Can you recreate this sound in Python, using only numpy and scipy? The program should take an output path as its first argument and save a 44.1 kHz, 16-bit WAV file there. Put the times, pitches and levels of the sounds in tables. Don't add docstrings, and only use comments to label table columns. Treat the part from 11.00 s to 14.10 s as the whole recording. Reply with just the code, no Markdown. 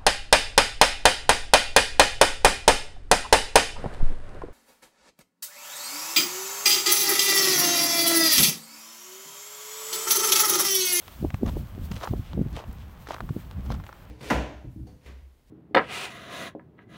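import sys
import numpy as np
from scipy import signal
from scipy.fft import rfft, irfft
from scipy.io import wavfile
from scipy.ndimage import uniform_filter1d

SR = 44100
rng = np.random.default_rng(int(sys.argv[2]) if len(sys.argv) > 2 else 0)


def unload_wav(signal):
    wavfile.write(
        sys.argv[1],
        SR,
        np.round(np.clip(np.atleast_2d(signal).T, -1, 1) * 32767).astype(np.int16),
    )


N = 136710
TIME_S = np.arange(N) / SR


def undb(db):
    return 10 ** (np.asarray(db) / 20)


def unit(x):
    return x / np.sqrt(np.mean(x ** 2) + 1e-20)


def colour(x, points, tilt_db=0):
    hz, db = np.array(points).T
    octave = np.log2(np.maximum(np.fft.rfftfreq(2 * N, 1 / SR), 1))
    gain = undb(np.interp(octave, np.log2(hz), db) + tilt_db * (octave - np.log2(1500)))
    cepstrum = irfft(np.log(gain))[:N]
    cepstrum[1:] *= 2
    return irfft(rfft(x, 2 * N) * np.exp(rfft(cepstrum, 2 * N)))[:N]


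def band_noise(hz):
    band = signal.butter(2, [hz / 2, min(hz * 2, SR / 2 - 100)], "band", fs=SR, output="sos")
    return unit(signal.sosfilt(band, rng.standard_normal(N)))


def wander(per_s):
    hold = int(SR / per_s)
    stairs = np.repeat(rng.standard_normal(N // 100), hold)[:N]
    return unit(uniform_filter1d(stairs, hold))


def clicks(per_s, spread_db):
    hits = (rng.random(N) < per_s / SR) * np.sign(rng.standard_normal(N))
    return unit(hits * undb(spread_db * np.minimum(rng.exponential(size=N), 4)))


def fade(age, decay_s):
    return (age >= 0) * np.exp(-np.abs(age) / decay_s)


def bell(centre_s, half_length_s):
    return np.exp(-((TIME_S - centre_s) / half_length_s) ** 2)


def swells(rows):
    return np.sqrt(sum((undb(db) * bell(at, half)) ** 2 for at, half, db in rows))


# freq_hz, gain_db
TOWN_SPECTRUM = [(40, 8), (100, 4), (380, -6), (1100, -6), (1800, -12), (3200, -19.5), (5000, -30),
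                 (15500, -54.5)]
def town_hum():
    return unit(colour(rng.standard_normal(N), TOWN_SPECTRUM)) * undb(-51 + wander(14))


# freq_hz, gain_db
HISS_SPECTRUM = [(1200, -2.5), (3200, 7.5), (4800, 1.5), (9200, -0.5), (10400, -3.5), (11500, 2.5),
                 (15500, 6)]
# time_s, level_db
HISS_LEVELS = [(0, -53.5), (.22, -54), (.27, -57.5), (.52, -56), (.59, -51.5), (.74, -63.5), (.83, -53.5),
               (.98, -59.5), (1.07, -54), (1.42, -62.5), (1.95, -63.5), (2.02, -57), (2.18, -60),
               (2.42, -55), (2.57, -67), (2.73, -59.5), (3.1, -65)]
# centre_s, half_length_s, level_db
SWISHES = [(1.28, 0.065, -58), (1.57, 0.033, -50), (1.81, 0.043, -60)]
def clothing():
    hiss = unit(colour(rng.standard_normal(N), HISS_SPECTRUM))
    hiss_db = np.interp(TIME_S, *np.array(HISS_LEVELS).T) + 1.9 * wander(33.42)
    brush = unit(signal.lfilter(*signal.iirpeak(2980, Q=2.5, fs=SR), clicks(6000, spread_db=3)))
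    return hiss * undb(hiss_db) + brush * swells(SWISHES)


# centre_s, half_length_s, level_db
GUSTS = [(.255, 0.038, -27.5), (.475, 0.035, -24.5), (.56, 0.091, -29), (.74, 0.034, -37.5),
         (.83, 0.041, -30), (.94, 0.068, -33.5), (1.155, 0.059, -30), (1.39, 0.1, -31.5),
         (1.54, 0.043, -32), (1.69, 0.028, -33), (1.84, 0.11, -40.5), (2.24, 0.017, -30.5),
         (2.36, 0.26, -43), (2.58, 0.033, -30), (2.715, 0.1, -29.5)]
# freq_hz, gain_db
RUMBLE_SPECTRUM = [(20, -34.5), (35, 0), (64, 4), (100, -3), (170, -12), (260, -29.5), (1500, -65)]
# freq_hz, gain_db
FLUTTER_SPECTRUM = [(80, -13.5), (200, 10), (420, -13), (700, -15), (2500, -96.5)]
def wind(breeze_db=-49.5, gustiness_db=3.5, flutter_db=-44.5):
    force = np.hypot(swells(GUSTS), undb(breeze_db + gustiness_db * wander(8.7)))
    rumble = unit(colour(rng.standard_normal(N), RUMBLE_SPECTRUM))
    rumble /= np.sqrt(uniform_filter1d(rumble ** 2, SR // 36))
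    flutter = colour(rng.standard_normal(N), FLUTTER_SPECTRUM) * undb(2 * wander(50))
    return force * rumble + undb(flutter_db) * unit(flutter * force ** 1.5)


def swing(cycles, rise_cycles=0.36, fall_cycles=0.42):
    width = np.where(cycles < 0, rise_cycles, fall_cycles)
    return np.sin(2 * np.pi * cycles) / np.cosh(np.minimum(np.abs(cycles) / width, 20))


# centre_s, level_db, pitch_hz
EDDIES = [(.228, -16.5, 154.5), (0.249, -14.5, 307), (0.343, -15, 89), (0.433, -12, 234),
          (0.57, -21.5, 306), (0.78, -28.5, 237), (0.915, -23.5, 151), (1.111, -18.5, 99),
          (1.137, -18.5, 347), (1.196, -22, 104), (1.378, -16.5, 219), (1.393, -15.5, 190),
          (1.415, -14.5, 180), (1.464, -19.5, 128), (2.308, -18, 130.3), (2.3659, -19.5, 199),
          (2.704, -19.5, 129)]
def wind_thumps(puff_db=-10.5, puff_ratio=2.44, swirl_db=-13, swirl_cycles=2.6):
    out = np.zeros(N)
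    for at, db, hz in EDDIES:
        near = np.abs(TIME_S - at) < 0.1
        cycles = (TIME_S[near] - at) * hz
        puff = undb(puff_db) * swing(puff_ratio * cycles)
        swirl = signal.sosfilt(signal.butter(4, 2 * hz, fs=SR, output="sos"), band_noise(hz))[near]
        swirl *= undb(swirl_db) * np.exp(-np.abs(cycles) / swirl_cycles)
        out[near] += undb(db) * (swing(cycles) + puff + swirl)
    return out


def snow_creak(pitch_hz=1100, level_db=-34):
    ring = signal.iirpeak(pitch_hz, Q=2, fs=SR)
    jerks = clicks(500, spread_db=1)
    creak = unit(signal.lfilter(*ring, signal.lfilter(*ring, jerks)))
    return undb(level_db) * creak * bell(centre_s=1.044, half_length_s=0.017)


def ice_grains(per_s_at_1khz):
    out = 0
    for hz in np.geomspace(300, 14000, 16):
        breaks = clicks(per_s_at_1khz * np.sqrt(hz / 1000), spread_db=4)
        out = out + signal.lfilter(*signal.iirpeak(hz, Q=4.5, fs=SR), breaks)
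    return unit(out)


# freq_hz, gain_db
CRUNCH_SPECTRUM = [(120, -23.5), (300, -2.5), (700, -1), (1150, -1.5), (1700, -9.5), (2400, -11.5),
                   (3400, -11.5), (4900, -17), (6000, -17.5), (10000, -29), (15500, -30)]
def crunch(grains, tilt_db=0):
    return unit(colour(grains, CRUNCH_SPECTRUM, tilt_db))


def pop(cycles, peak_cycles=0.66):
    swell = np.maximum(cycles, 0) / peak_cycles
    return np.sin(2 * np.pi * cycles) * (swell * np.exp(1 - swell)) ** 3


# start_s, level_db, pitch_hz
SNAPS = [(0.08, -30, 3060), (.304, -28.5, 1850), (0.3434, -25.5, 2000), (.965, -28.5, 2555),
         (1.0113, -30, 1130), (1.034, -27, 1170), (1.074, -20.5, 1180), (1.332, -28, 1040),
         (1.529, -38.5, 5640), (1.5656, -26.5, 2900), (1.572, -26.5, 750), (1.639, -31, 760),
         (1.7291, -35.5, 11880), (2.071, -27.5, 1263), (2.107, -18.5, 760), (2.146, -25, 1180),
         (2.1646, -28.5, 1370), (2.183, -34, 1250), (2.2052, -21.5, 1160), (2.2907, -27, 1150),
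         (2.512, -34, 3600), (2.7031, -22.5, 930), (2.7191, -30, 3400), (2.7997, -34, 1150),
         (2.8382, -31, 1360), (2.8659, -33, 2430), (2.8913, -28.5, 1160), (2.9273, -30.5, 1400)]
def crust_snaps(recrack_s=0.0034, recrack_ratio=0.77):
    out, age = np.zeros(2 * N), np.arange(SR // 20) / SR
    shards = crunch(ice_grains(300), tilt_db=-3)
    delays = recrack_s * (0.5 + rng.random(len(SNAPS)))
    for (start, db, hz), delay in zip(SNAPS, delays):
        span = int(start * SR) + np.arange(len(age))
        recrack = undb(-7.5) * pop((age - delay) * hz * recrack_ratio)
        edge = undb(-13.5) * band_noise(2 * hz)[span] * fade(age, decay_s=0.00089)
        shatter = undb(-9) * shards[span] * fade(age, decay_s=0.0037)
        onset = np.minimum(age * hz, 1)
        out[span] += undb(db) * (pop(age * hz) + recrack + onset * (edge + shatter))
    return out[:N]


# start_s, length_s, level_db, tilt_db_per_octave
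PRESSES = [(0.458, 0.042, -39, -1.5), (0.913, 0.012, -39.5, 1.5), (0.924, 0.086, -51, 3),
           (1.004, 0.05, -42, -1), (1.032, 0.012, -36, 0), (1.544, 0.095, -45, -2.5),
           (2.066, 0.095, -42, -0.5), (2.642, 0.042, -56, 1.5), (2.691, 0.065, -43.5, -0.5)]
def footsteps(clump_db=3.2, tick_db=-67):
    snow = ice_grains(300) * undb(clump_db * wander(220))
    crumbs = ice_grains(50)
    out = undb(tick_db) * crunch(clicks(22, spread_db=2))
    for start, length, db, tilt in PRESSES:
        age = TIME_S - start
        weight = np.interp(age / length, [0, 0.5, 1], [0.3, 1, 0.25], left=0, right=0)
        share = np.sqrt(length * SR / N)
        crush = share * unit(weight * snow)
        settle = undb(-9.5) * fade(age - length / 2, decay_s=0.047) * crumbs
        out += undb(db) * share * crunch(crush + settle, tilt)
    return out


def scene():
    boots = footsteps() + snow_creak() + crust_snaps()
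    return (boots + wind() + wind_thumps() + clothing() + town_hum())[None]


def record(dry, bottom_hz=28, top_hz=15850):
    thin = signal.sosfilt(signal.butter(2, bottom_hz, "high", fs=SR, output="sos"), dry)
    return signal.sosfilt(signal.ellip(10, 0.2, 80, top_hz, fs=SR, output="sos"), thin)


dry = scene()
out = record(dry)
unload_wav(out)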